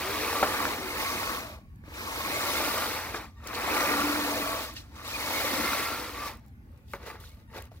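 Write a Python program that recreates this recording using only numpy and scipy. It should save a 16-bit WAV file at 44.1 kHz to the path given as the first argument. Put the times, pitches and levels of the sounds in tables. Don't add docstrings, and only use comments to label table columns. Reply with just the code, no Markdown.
import sys
import numpy as np
from scipy import signal
from scipy.io import wavfile
from scipy.ndimage import uniform_filter1d

SR = 44100
rng = np.random.default_rng(int(sys.argv[2]) if len(sys.argv) > 2 else 0)


def nominal_scale(level):
    x = np.asarray(level, float) / 20
    return 10 ** x


def inscribe(sig):
    pcm = np.round(np.clip(np.atleast_2d(sig).T, -1, 1) * 32767)
    wavfile.write(sys.argv[1], SR, pcm.astype(np.int16))


N = 343980


def evened(x):
    return x / np.sqrt(np.mean(x ** 2) + 1e-20)


def read(points, hz):
    f, value = np.transpose(points)
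    return np.interp(np.log(hz + 1), np.log(f + 1), value)


def play(rows):
    s, *columns = np.transpose(rows)
    return [np.interp(np.arange(N) / SR, s, column) for column in columns]


def add(mix, s, sound):
    part = mix[round(s * SR):][:len(sound)]
    part += sound[:len(part)]


def fade_in(s, length_s):
    return np.clip((np.arange(N) / SR - s) / length_s, 0, 1)


def fade_out(s, length_s):
    return np.clip((s - np.arange(N) / SR) / length_s, 0, 1)


def drift(per_s):
    steps = rng.standard_normal(N * 1000 // SR + 2)
    span = max(int(300 / per_s), 2)
    slow = uniform_filter1d(uniform_filter1d(steps, span), span // 2)
    return np.interp(np.arange(N) * 1000 / SR, np.arange(len(slow)), evened(slow))


def taps(per_s, spread_db, smooth):
    size = nominal_scale(spread_db * np.minimum(rng.exponential(1, N), 4)) * rng.standard_normal(N)
    impacts = evened(size * (rng.random(N) < per_s / SR))
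    return impacts * (1 - smooth) + smooth * rng.standard_normal(N)


def bumps(per_s, tail_s):
    kicks = rng.exponential(1, N) * (rng.random(N) < per_s / SR)
    shake = signal.lfilter([1], [1, -np.exp(-1 / (tail_s * SR))], kicks)
    log_shake = np.log(.5 + shake)
    return evened(log_shake - log_shake.mean())


def colour(x, points):
    hz = abs(np.fft.fftfreq(4096, 1 / SR))
    log_gain = np.log(nominal_scale(np.maximum(read(points, hz), -70)))
    kernel = np.fft.ifft(np.exp(np.conj(signal.hilbert(log_gain)))).real[:2048]
    return evened(signal.oaconvolve(x, kernel)[:N])


def ring(x, hz, width):
    return signal.lfilter(*signal.iirpeak(hz, hz / max(width, 5), SR), x)


def body(drive, modes, waver_db, per_s):
    out = np.zeros(N)
    for k, (hz, width, db) in enumerate(modes):
        out += (-1) ** k * nominal_scale(db + waver_db * drift(per_s)) * evened(ring(drive, hz, width))
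    return out


def swells(rows, under_db=-120):
    t = np.arange(0, N + 40, 40) / SR
    s, db, rise, fall = np.transpose(rows)[:, :, None]
    away = np.where(t < s, (s - t) / np.maximum(rise, .003), (t - s) / np.maximum(fall, .003))
    power = nominal_scale(2 * np.maximum(db - 20 * away ** 1.33, -150)).sum(0)
    return 10 * np.log10(nominal_scale(2 * under_db) + np.interp(np.arange(N) / SR, t, power))


# (t/s, track effort level/dB, slush under the tracks level/dB)
RUNS = [
    [(0.0, -34.5, 1), (0.35, -31.5, 1), (0.7, -31, -1), (0.79, -37, -1), (0.96, -36, 0.5),
     (1.0, -33.5, 2.5), (1.35, -34.5, 0.5), (1.55, -50.5, -2), (1.66, -74, -11)],
    [(1.81, -85, -6), (1.86, -55, -6.5), (1.99, -40.5, -0.5), (2.2, -35.5, 1.5), (2.53, -31.5, 3.5),
     (2.85, -32.5, 2.5), (3.07, -37.5, -1.5), (3.24, -43.5, -6), (3.34, -73, -3)],
    [(3.38, -65, -8), (3.47, -43, -7), (3.58, -34, -3), (3.77, -27, -1), (3.96, -29, 0), (4.33, -32.5, 1.5),
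     (4.64, -37, 2), (4.735, -53, 2), (4.9, -63.5, -3.5)],
    [(4.98, -48, -4.5), (5.2, -37, 2.5), (5.36, -32, 3), (5.77, -32, 3), (5.98, -37, 1), (6.14, -42, -1),
     (6.28, -37.5, 0), (6.37, -56, -7), (6.45, -74, -4)],
]


def run_levels():
    return play(sum(RUNS, []))


def follows(cruise_level_db, slope):
    return cruise_level_db + slope * (run_levels()[0] + 35)


# (f/Hz, width/Hz, level/dB)
CHASSIS_MODES = [(489.5, 21, -6), (578, 38, -10), (631, 40, -5.5), (777, 190, -6), (876.5, 67, 0.5),
                 (1095, 143, 0.5), (1376, 53, -5.5), (1750, 140, -7.5), (2130, 460, 0), (2543, 140, -4.5)]
# (f/Hz, width/Hz, level/dB)
GRIT_MODES = [(3480, 70, -38), (4480, 250, -14.5), (5760, 320, -13.5), (9900, 170, -44)]
# (f/Hz, level/dB per Hz)
CLEAT_COLOUR = [(210, -37.5), (350, 2), (977, -5.5), (1160, -0.5), (2140, -2.5), (2800, -7.5), (3640, -28),
                (6160, -120)]
# (f/Hz, level/dB per Hz)
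GRIT_COLOUR = [(1530, -18.5), (2600, -7.5), (3010, -9.5), (3840, -5.5), (7470, -14.5), (8100, -18),
               (10500, -26), (17800, -120)]
# (f/Hz, level/dB per Hz)
SPRAY_COLOUR = [(5000, -42), (7900, -8), (10000, -3.5), (13000, -2.5), (15000, -0.5), (16000, -7)]
# (peak t/s, level/dB, rise/s, fall/s)
SKIDS = [(3.16, -39.5, 0.037, 0.056), (3.472, -43, 0.01, 0.044), (3.55, -37, 0.018, 0.037),
         (4.77, -41, 0.023, 0.063), (5.09, -40, 0.057, 0.4), (2.6, -62, .004, .08),
         (1.941, -48.5, .004, .2), (4.957, -53, .004, .12), (5.048, -43.5, .004, .08),
         (3.44, -55, .005, .05), (1.2, -47, .005, .2), (6.3, -54, 0.054, 0.023)]
# (peak t/s, level/dB, rise/s, fall/s)
PANEL_SHAKES = [(0.42, -43, 0.056, 0.1), (0.64, -42.5, 0.089, 0.39), (1.21, -50, 0.43, 0.13),
                (2.46, -42, 0.12, 0.15), (2.64, -41, 0.28, 0.15), (3.96, -40.5, 0.36, 0.93),
                (5.35, -41.5, 0.091, 0.03), (5.6, -35.5, 0.14, 0.12), (5.71, -50, 0.1, 0.058)]


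def tracks():
    clatter_db, slush_db = run_levels()
    steady_grit_db = follows(-39.5, 0.8) + slush_db
    grit_db = swells(SKIDS, steady_grit_db)
    spray_db = follows(-41.5, 0.95) + slush_db + 0.58 * (grit_db - steady_grit_db)
    drone_db = swells(PANEL_SHAKES, follows(-46, 0.87))
    jolt_db = bumps(46, 0.0039)

    slaps, shakes = taps(1500, 1.0, 0.63), taps(3200, 2.0, 0.56)
    grains, drops = taps(3500, 0.68, 0.95), taps(3000, 2.2, 1.0)
    chassis = evened(body(shakes, CHASSIS_MODES, 1.0, 5))
    clatter = evened(colour(slaps, CLEAT_COLOUR) + nominal_scale(-1) * chassis)
    grit = evened(colour(grains, GRIT_COLOUR) + body(drops, GRIT_MODES[:3], 2.0, 5))
    spray = evened(colour(drops, SPRAY_COLOUR) + body(grains, GRIT_MODES[3:], 2.5, 4))
    high_drone = evened(ring(ring(shakes, 298.4, 45), 298.4, 45))
    low_drone = evened(ring(slaps, 233.3, 40.5))
    drone = evened(high_drone + 0.73 * low_drone)

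    fizz = nominal_scale(0.049 * jolt_db) * (nominal_scale(grit_db) * grit + nominal_scale(spray_db) * spray)
    rolling = nominal_scale(clatter_db + 0.084 * jolt_db) * clatter + fizz + nominal_scale(drone_db) * drone
    return rolling * fade_out(6.5, 0.12)


# (peak t/s, level/dB, rise/s, fall/s)
GEARBOX_LOADS = [(0.112, -36, 0.14, 0.24), (0.35, -29, 0.27, 0.22), (0.58, -35, 0.3, 0.12),
                 (1.08, -30.5, 0.15, 0.15), (1.3, -35, 0.48, 0.26), (2.08, -33.5, 0.047, 0.12),
                 (2.2, -31, 0.025, 0.077), (2.4, -42, 0.13, 0.099), (2.78, -32, 0.59, 0.2),
                 (3.17, -39, 0.091, 0.15), (3.97, -25, 0.35, 0.12), (4.55, -31, 0.64, 0.054),
                 (4.7, -39, 0.077, 0.018), (5.07, -40, 0.088, 0.055), (5.8, -28.5, 0.35, 0.17),
                 (6.17, -46, 0.089, 0.1), (6.335, -46, 0.02, 0.058)]
# (t/s, f/Hz)
HOUSING_PITCH = [(0.3, 1164), (1.2, 1116), (2.3, 1133), (2.8, 1188), (3.9, 1172), (4.5, 1128), (5.7, 1186),
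                 (6.2, 1204)]


def gearbox():
    effort_db = follows(-40.5, 1)
    db = np.minimum(swells(GEARBOX_LOADS, effort_db), effort_db + 14)
    hz = play(HOUSING_PITCH)[0] * (1 + 0.026 * drift(3.1))
    turn = np.exp(2j * np.pi * np.cumsum(hz) / SR)
    r = np.exp(-np.pi * 52 / SR)
    slow_ring = signal.lfilter([1], np.convolve([1, -r], [1, -r]), taps(2500, 2.0, 0.8) / turn)
    hum = (turn * slow_ring).real
    return nominal_scale(db - 7.5) * evened(hum) * fade_out(6.45, 0.046)


# (peak t/s, level/dB, rise/s, fall/s, f/Hz)
MODE_SINGS = [(0.92, -58, 0.22, .1, 2130), (1.2, -44.5, 0.57, 0.19, 2130), (1.25, -46, 0.18, .1, 2530),
              (1.28, -42, 0.052, .08, 1294), (1.45, -48.5, 0.14, 0.18, 638), (2.12, -44, .1, 0.099, 910),
              (2.45, -40, 0.47, 0.33, 2170), (2.55, -43.5, 0.46, 0.56, 590), (2.5, -44, 0.51, 0.34, 2410),
              (2.8, -40, 0.4, 0.14, 1404), (3.85, -34.5, 0.07, 0.091, 567), (3.98, -36.5, 0.37, 0.41, 1397),
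              (4.42, -38, 0.3, 0.3, 640), (4.36, -41, 0.11, 0.084, 503), (4.5, -40.5, 0.14, 0.11, 1320),
              (5.47, -39.5, 0.23, 0.26, 545), (5.4, -39, 0.29, 0.18, 2200), (5.68, -38.5, 0.39, 0.27, 2095),
              (5.8, -39.5, 0.34, 0.36, 1372), (6.0, -46, 0.061, 0.11, 500)]


def sings():
    out, drive, width_hz = np.zeros(N), taps(2000, 1.2, 0.51), 85
    for s, db, rise, fall, hz in MODE_SINGS:
        first = max(round((s - 1.4 * rise) * SR), 0)
        t = np.arange(first, round((s + 1.46 * fall) * SR)) / SR
        away = np.where(t < s, (s - t) / max(rise, .01), (t - s) / max(fall, .01))
        mode = ring(ring(drive[first:first + len(t)], hz, width_hz), hz, width_hz)
        add(out, first / SR, nominal_scale(db - 20 * away ** 2) * evened(mode))
    return out


# (f/Hz, level/dB per Hz)
CRUNCH_COLOUR = [(400, -28), (800, 12), (1300, -7), (2300, -1), (4500, -5), (7500, -23.5), (12000, -17),
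                 (16000, -20)]


def crunch():
    t = np.arange(400) / SR
    train = colour(taps(260, 2.0, 0), CRUNCH_COLOUR) * nominal_scale(follows(-49, 1.05))
    echoes = rng.standard_normal((2, len(t))) * nominal_scale(-60 * t / .006)
    echoes /= np.linalg.norm(echoes, axis=1, keepdims=True)
    return signal.oaconvolve(train[None], echoes, axes=1)[:, :N]


# (t/s, f/Hz, level/dB)
START_WHINE = [(0.0, 347, -31), (0.04, 366.4, -33), (0.136, 419, -38.5), (0.318, 460, -38),
               (0.466, 479.5, -39), (0.53, 490, -50)]
# (t/s, f/Hz, level/dB)
BRAKE_WHINE = [(6.14, 1100, -52), (6.168, 1127, -40), (6.21, 1165, -36), (6.242, 1190, -32),
               (6.27, 1150, -35), (6.3, 1105, -46)]
# (t/s, f/Hz, level/dB)
PANEL_TONE = [(3.85, 280, -46), (3.89, 283, -32), (4.0, 292, -29.5), (4.15, 296, -30.5), (4.3, 290, -32),
              (4.4, 287, -38), (4.56, 289, -43)]
# (start t/s, length/s, first f/Hz, last f/Hz, level/dB)
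SQUEAKS = [(0.772, 0.16, 391, 361, -38.5), (5.864, 0.09, 1366, 1335, -43), (0.99, 0.046, 1086, 1120, -38),
           (1.04, 0.13, 1130, 1161, -36), (1.332, 0.06, 1123, 1115, -33), (3.425, 0.043, 1180, 1120, -49),
           (5.132, 0.038, 2460, 2440, -30), (7.241, 0.044, 4300, 3450, -53),
           (7.472, 0.054, 10230, 10280, -71), (7.3, 0.04, 2100, 2260, -61), (7.62, 0.092, 1110, 1180, -65)]
# (start t/s, length/s, first f/Hz, last f/Hz, level/dB)
MOTOR_STARTS = [
    (3.364, 0.045, 925, 935, -57),
    (7.472, 0.06, 930, 935, -62),
]
# (multiple of f, level/dB)
MOTOR_OVERTONES = [(1, -3), (2, -1), (3, -10), (4, -8), (6, -16), (8, -13)]


def gears():
    out, wobble, flutter = np.zeros(N), drift(25), drift(24)
    short = list(SQUEAKS)
    for s, length, first, last, db in MOTOR_STARTS:
        short += [(s, length, k * first, k * last, db + over_db) for k, over_db in MOTOR_OVERTONES]
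    tones = [(START_WHINE, 0), (BRAKE_WHINE, 0), (PANEL_TONE, 2.8)]
    for s, length, first, last, db in short:
        middle = (s + length / 2, (first + last) / 2, db)
        tones.append(([(s, first, db - 3), middle, (s + length, last, db - 3)], 0))
    for rows, beat_db in tones:
        span = slice(round(rows[0][0] * SR), round(rows[-1][0] * SR))
        hz, db = (column[span] for column in play(rows))
        tone = np.sin(2 * np.pi * np.cumsum(hz * (1 + 0.0048 * wobble[span])) / SR)
        beat = np.sin(2 * np.pi * np.cumsum(17 * (1 + 0.17 * wobble[span])) / SR)
        level = nominal_scale(db + beat_db * beat + 2.0 * flutter[span])
        out[span] += 1.01 * level * tone * signal.windows.tukey(len(hz), .3)
    return out


# (t/s, peak level/dB, main ring f/Hz, 60 dB decay/s, share of dull crack)
KNOCKS = [(0.428, -6.5, 781, 0.073, 0.91), (0.54, -16, 1140, 0.11, 0.8), (0.603, -23, 1100, 0.03, 0.5),
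          (1.223, -22, 915, 0.024, 0.69), (2.009, -31, 594, 0.039, 0.45), (2.077, -37, 1080, 0.027, 0.5),
          (3.243, -35, 1210, 0.03, 0.61), (3.439, -39, 550, 0.03, 0.5), (3.465, -30, 480, 0.036, 0.5),
          (3.5645, -27, 2700, 0.012, 0.7), (5.732, -15, 1400, 0.034, 0.36),
          (0.653, -12.5, 1460, 0.021, 0.22), (1.838, -37, 298, 0.041, 0.5), (1.88, -32, 304, 0.051, 0.5),
          (2.773, -16, 1280, 0.016, 0.2), (3.143, -18.5, 450, 0.19, 0.97), (3.146, -20, 1757, 0.059, 0.66),
          (3.532, -25, 1240, 0.021, 0.9), (6.935, -23, 1150, 0.033, 1.0), (6.939, -26.5, 573, 0.13, 0.65),
          (7.018, -43, 1150, 0.03, 0.6), (7.066, -45, 503, 0.05, 0.5), (7.101, -28, 1183, 0.05, 0.83),
          (7.155, -36, 870, 0.037, 0.5), (7.536, -36, 1200, 0.04, 0.4), (7.643, -51, 1140, 0.035, 0.3),
          (7.728, -44, 654, 0.044, 0.1), (7.239, -42, 1470, 0.02, 1), (7.56, -31.5, 432, 0.081, 0.49),
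          (7.717, -37.5, 665, 0.035, 0.15)]


def knocks():
    out, t = np.zeros(N), np.arange(4000) / SR
    luck, crackle = rng.random((len(KNOCKS), 4)), rng.standard_normal((len(KNOCKS), len(t)))
    band = signal.butter(3, [330, 1950], "band", fs=SR, output="sos")
    crackle = evened(signal.sosfilt(band, crackle) + 0.03 * crackle)
    for (s, db, hz, t60, crack), chance, noise in zip(KNOCKS, luck, crackle):
        head = 1 + np.exp(-t / 0.003)
        fall = nominal_scale(-60 * t / max(t60, .005)) * np.minimum(t / 0.00056, 1) * head
        pitches = hz * np.array([0.997, 0.43, 0.814, 1.8]) * (0.927 + 0.081 * chance)
        cluster = np.array([1.0, 0.15, 0.52, 0.28]) @ np.sin(2 * np.pi * np.outer(pitches, t))
        thud = 0.07 * np.sin(2 * np.pi * 255 * t) * np.sqrt(fall)
        blow = cluster * fall + thud + crack * noise * fall ** 0.71
        add(out, s, nominal_scale(db) * blow / abs(blow).max())
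    return out


# (t/s, peak level/dB, f/Hz, 60 dB decay/s)
PINGS = [(0.281, -29, 2600, .015), (0.995, -27, 1120, .05), (1.972, -38, 5000, .02),
         (3.404, -46, 1320, .04), (3.4715, -31, 6300, .022), (3.51, -32, 1190, .04),
         (3.547, -29, 4250, .022), (3.547, -32, 3100, .02), (3.676, -21, 692, .03), (3.88, -25, 2400, .015),
         (4.7655, -37, 1850, .045), (4.7655, -35, 2830, .045), (4.767, -39, 4600, .04),
         (4.919, -48, 899, .07), (4.965, -36, 1150, .025), (4.978, -45, 3800, .03), (4.995, -36, 1170, .04),
         (5.055, -35, 1130, .06), (5.114, -34, 5800, .02), (5.307, -26, 1000, .03),
         (6.9355, -34, 2200, .03), (6.9355, -40, 4200, .02), (6.9355, -43, 6200, .012),
         (7.0, -45, 1110, .03), (7.099, -39, 2050, .04), (7.239, -44, 1450, .035), (7.502, -49, 1860, .03),
         (7.535, -45, 2300, .02), (7.557, -37, 1200, .02), (7.624, -42, 2600, .015),
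         (7.642, -50, 6500, .015), (7.655, -48, 3000, .012)]


def pings():
    out, t = np.zeros(N), np.arange(3000) / SR
    for s, db, hz, t60 in PINGS:
        pair = np.sin(2 * np.pi * hz * t) + 0.3 * np.sin(2 * np.pi * 1.13 * hz * t)
        fall = nominal_scale(db - 60 * t / max(t60, .005)) * np.minimum(t / 0.00057, 1)
        add(out, s, fall * pair)
    return out


# (t/s, peak level/dB)
TICKS = [(0.4289, -37), (1.705, -62), (1.7589, -49), (1.771, -60), (1.9729, -40), (3.4466, -50),
         (3.4575, -42), (4.9631, -46), (7.3477, -49), (1.939, -39), (3.473, -24), (3.5468, -33),
         (3.564, -35), (4.7381, -29), (5.0774, -26), (5.1143, -38), (6.125, -38), (6.336, -38),
         (6.354, -42), (6.372, -42), (6.395, -52), (6.4622, -49), (6.473, -53), (6.4822, -45), (6.717, -58),
         (6.777, -51), (6.782, -56), (1.8627, -54), (3.486, -42), (7.718, -57), (6.8813, -54),
         (6.9344, -30), (7.0618, -54), (7.202, -39), (7.5577, -46), (7.582, -30), (7.623, -30),
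         (7.654, -38), (7.643, -49), (7.665, -50)]


def ticks():
    out, t = np.zeros((2, N)), np.arange(600) / SR
    for (s, db), (shared, side) in zip(TICKS, rng.standard_normal((len(TICKS), 2, len(t)))):
        for port, own in zip(out, (shared + side, shared - side)):
            bright, dull = np.diff(own, prepend=0), uniform_filter1d(own, size=5)
            snap = (bright + .25 * dull) * nominal_scale(-60 * t / 0.012)
            add(port, s, nominal_scale(db - 1.0) * snap / abs(snap).max())
    return out


# (f/Hz, width/Hz, level/dB)
SERVO_MODES = [(466, 110, 0), (889, 17, -2.5), (1150, 160, -4), (1640, 47, -12), (1940, 120, -9)]
# (peak t/s, gear rattle level/dB, rise/s, fall/s, fizz over rattle level/dB)
SERVO_STROKES = [(6.45, -62, 0.065, 0.03, -12), (6.486, -69, 0.038, 0.033, -2),
                 (6.775, -66.5, 0.26, 0.21, -10), (6.885, -73, 0.01, 0.12, 8),
                 (6.92, -67.5, 0.058, 0.12, 13.5), (7.065, -61, 0.014, 0.098, 11.5),
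                 (7.205, -55, 0.01, 0.12, 1), (6.95, -47, 0.015, 0.04, -9), (7.03, -45, 0.06, 0.05, -11),
                 (7.068, -40.5, 0.027, 0.079, -10), (7.103, -43.5, 0.02, 0.09, -11),
                 (7.157, -48.5, 0.04, 0.083, -14), (7.25, -63.5, 0.055, 0.13, 11),
                 (7.389, -63, 0.2, 0.097, -2.5), (7.576, -39, 0.059, 0.056, -7.5),
                 (7.661, -55, 0.14, 0.041, -8), (7.719, -59.5, 0.016, 0.1, -5),
                 (7.76, -64.5, 0.04, 0.12, 1.5)]


def servos():
    rattle_db = swells([row[:4] for row in SERVO_STROKES])
    fizz_db = swells([(s, db + over_db, rise, fall) for s, db, rise, fall, over_db in SERVO_STROKES])
    teeth, rubs = taps(1800, 1.6, .5), taps(1800, 1.6, .5)
    case = evened(body(rubs, SERVO_MODES, 1.3, 19))
    rattle = evened(colour(teeth, CLEAT_COLOUR) + nominal_scale(3.5) * case)
    fizz = evened(colour(rubs, GRIT_COLOUR) + 0.83 * colour(teeth, SPRAY_COLOUR))
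    running = nominal_scale(rattle_db) * rattle + nominal_scale(fizz_db) * fizz
    return nominal_scale(bumps(200, 0.005)) * running * fade_in(6.4, 0.051)


# (f/Hz, share of power)
DIRECT_SHARE = [(100, 0.93), (300, 0.77), (1000, 0.83), (2000, 0.92), (4000, 0.37), (8000, 0.079),
                (16000, 0.035)]
# (f/Hz, level/dB)
LEFT_LEAN = [(60, 7), (180, 0.5), (550, 1.5), (1650, 0.5), (4970, 0.0), (15000, -1)]
# (t/s, lead of the left port/samples)
LEFT_LEAD = [(0, 1.8), (.75, 5.5), (1.25, 6.6), (2, 7.9), (2.75, 3.6), (3.25, 3.3), (3.75, 4.9),
             (4.25, 5.7), (4.75, 5.2), (5.25, 5.6), (5.75, 2.6), (6.25, 1.9), (7.8, 4)]


def ports(x, focus):
    hz, s, z = signal.stft(x, SR, nperseg=256, noverlap=192)
    quick = rng.standard_normal((len(s), len(hz), 2, 2))
    slow = uniform_filter1d(quick, size=10, axis=0)
    treble = (hz > 2600)[:, None]
    a, b = np.where(treble, quick.T, slow.T)
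    scatter = np.where(treble, 2, 1.5) * np.exp(1j * np.arctan2(a, b))
    share = np.clip(read(DIRECT_SHARE, hz), 0, 1)[:, None] ** focus
    lead = np.interp(s, *np.transpose(LEFT_LEAD))
    half_lead = np.exp(1j * np.pi * np.outer(hz, lead) / SR)
    direct = np.sqrt(share) * np.array([half_lead, 1 / half_lead])
    pair = z * (direct + np.sqrt(1 - share) * scatter)
    lean = nominal_scale(read(LEFT_LEAN, hz) / 2)[:, None]
    return signal.istft(pair * np.array([lean, 1 / lean]), SR, nperseg=256, noverlap=192)[1][:, :N]


# (f/Hz, level/dB per Hz)
TOWN_COLOUR = [(15, -50), (25, -39), (49, -16), (64, -3.5), (84, -15.5), (94, 5), (114, -18.5), (195, -24),
               (217, -17.5), (476, -42.5), (818, -42.5), (962, -44.5), (1890, -45), (4300, -61),
               (7500, -63.5), (16000, -58)]
# (f/Hz, left-right likeness)
TOWN_SAME = [(60, 0.96), (180, 0.98), (550, 0.68), (1650, -0.71), (4970, -0.017), (15000, -0.064)]


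def town():
    frames, hz = N // 512 + 5, np.fft.rfftfreq(2048, 1 / SR)
    a, b, c, d, patches = rng.standard_normal((frames, 1025, 5)).T
    patches = evened(uniform_filter1d(uniform_filter1d(patches, 6, 0), 10, 1))
    same = np.clip(read(TOWN_SAME, hz), -1, 1)[:, None]
    left = a + 1j * b
    right = same * left + np.sqrt(1 - same ** 2) * (c + 1j * d)
    patch_db = 4.6 * patches * np.clip(hz / 600, .2, 1)[:, None]
    z = np.array([left, right]) * nominal_scale(read(TOWN_COLOUR, hz)[:, None] + patch_db)
    far = signal.istft(z, nperseg=2048, noverlap=1536)[1][:, :N]
    steady = far / uniform_filter1d((far ** 2).mean(0), 12000) ** 0.35
    return nominal_scale(-47 - 0.24 * (np.arange(N) / SR - 3.0)) * evened(steady)


def scene():
    spread = ports(tracks() + gearbox() + sings() + servos(), 0.99)
    point = ports(knocks() + pings() + gears(), 0.02)
    return nominal_scale(-0.84) * spread + nominal_scale(-2.5) * point + crunch() + ticks() + town()


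def top_cut(x):
    return signal.sosfilt(signal.butter(12, 16980, fs=SR, output="sos"), x)


def record(dry):
    cut = signal.sosfilt(signal.butter(2, 47, "high", fs=SR, output="sos"), dry)
    low_pass = signal.firwin(767, 15860, window=("kaiser", 7), fs=SR)
    limited = signal.oaconvolve(cut, low_pass[None], "same")
    return top_cut(limited)


dry = scene()
out = record(dry)
inscribe(out)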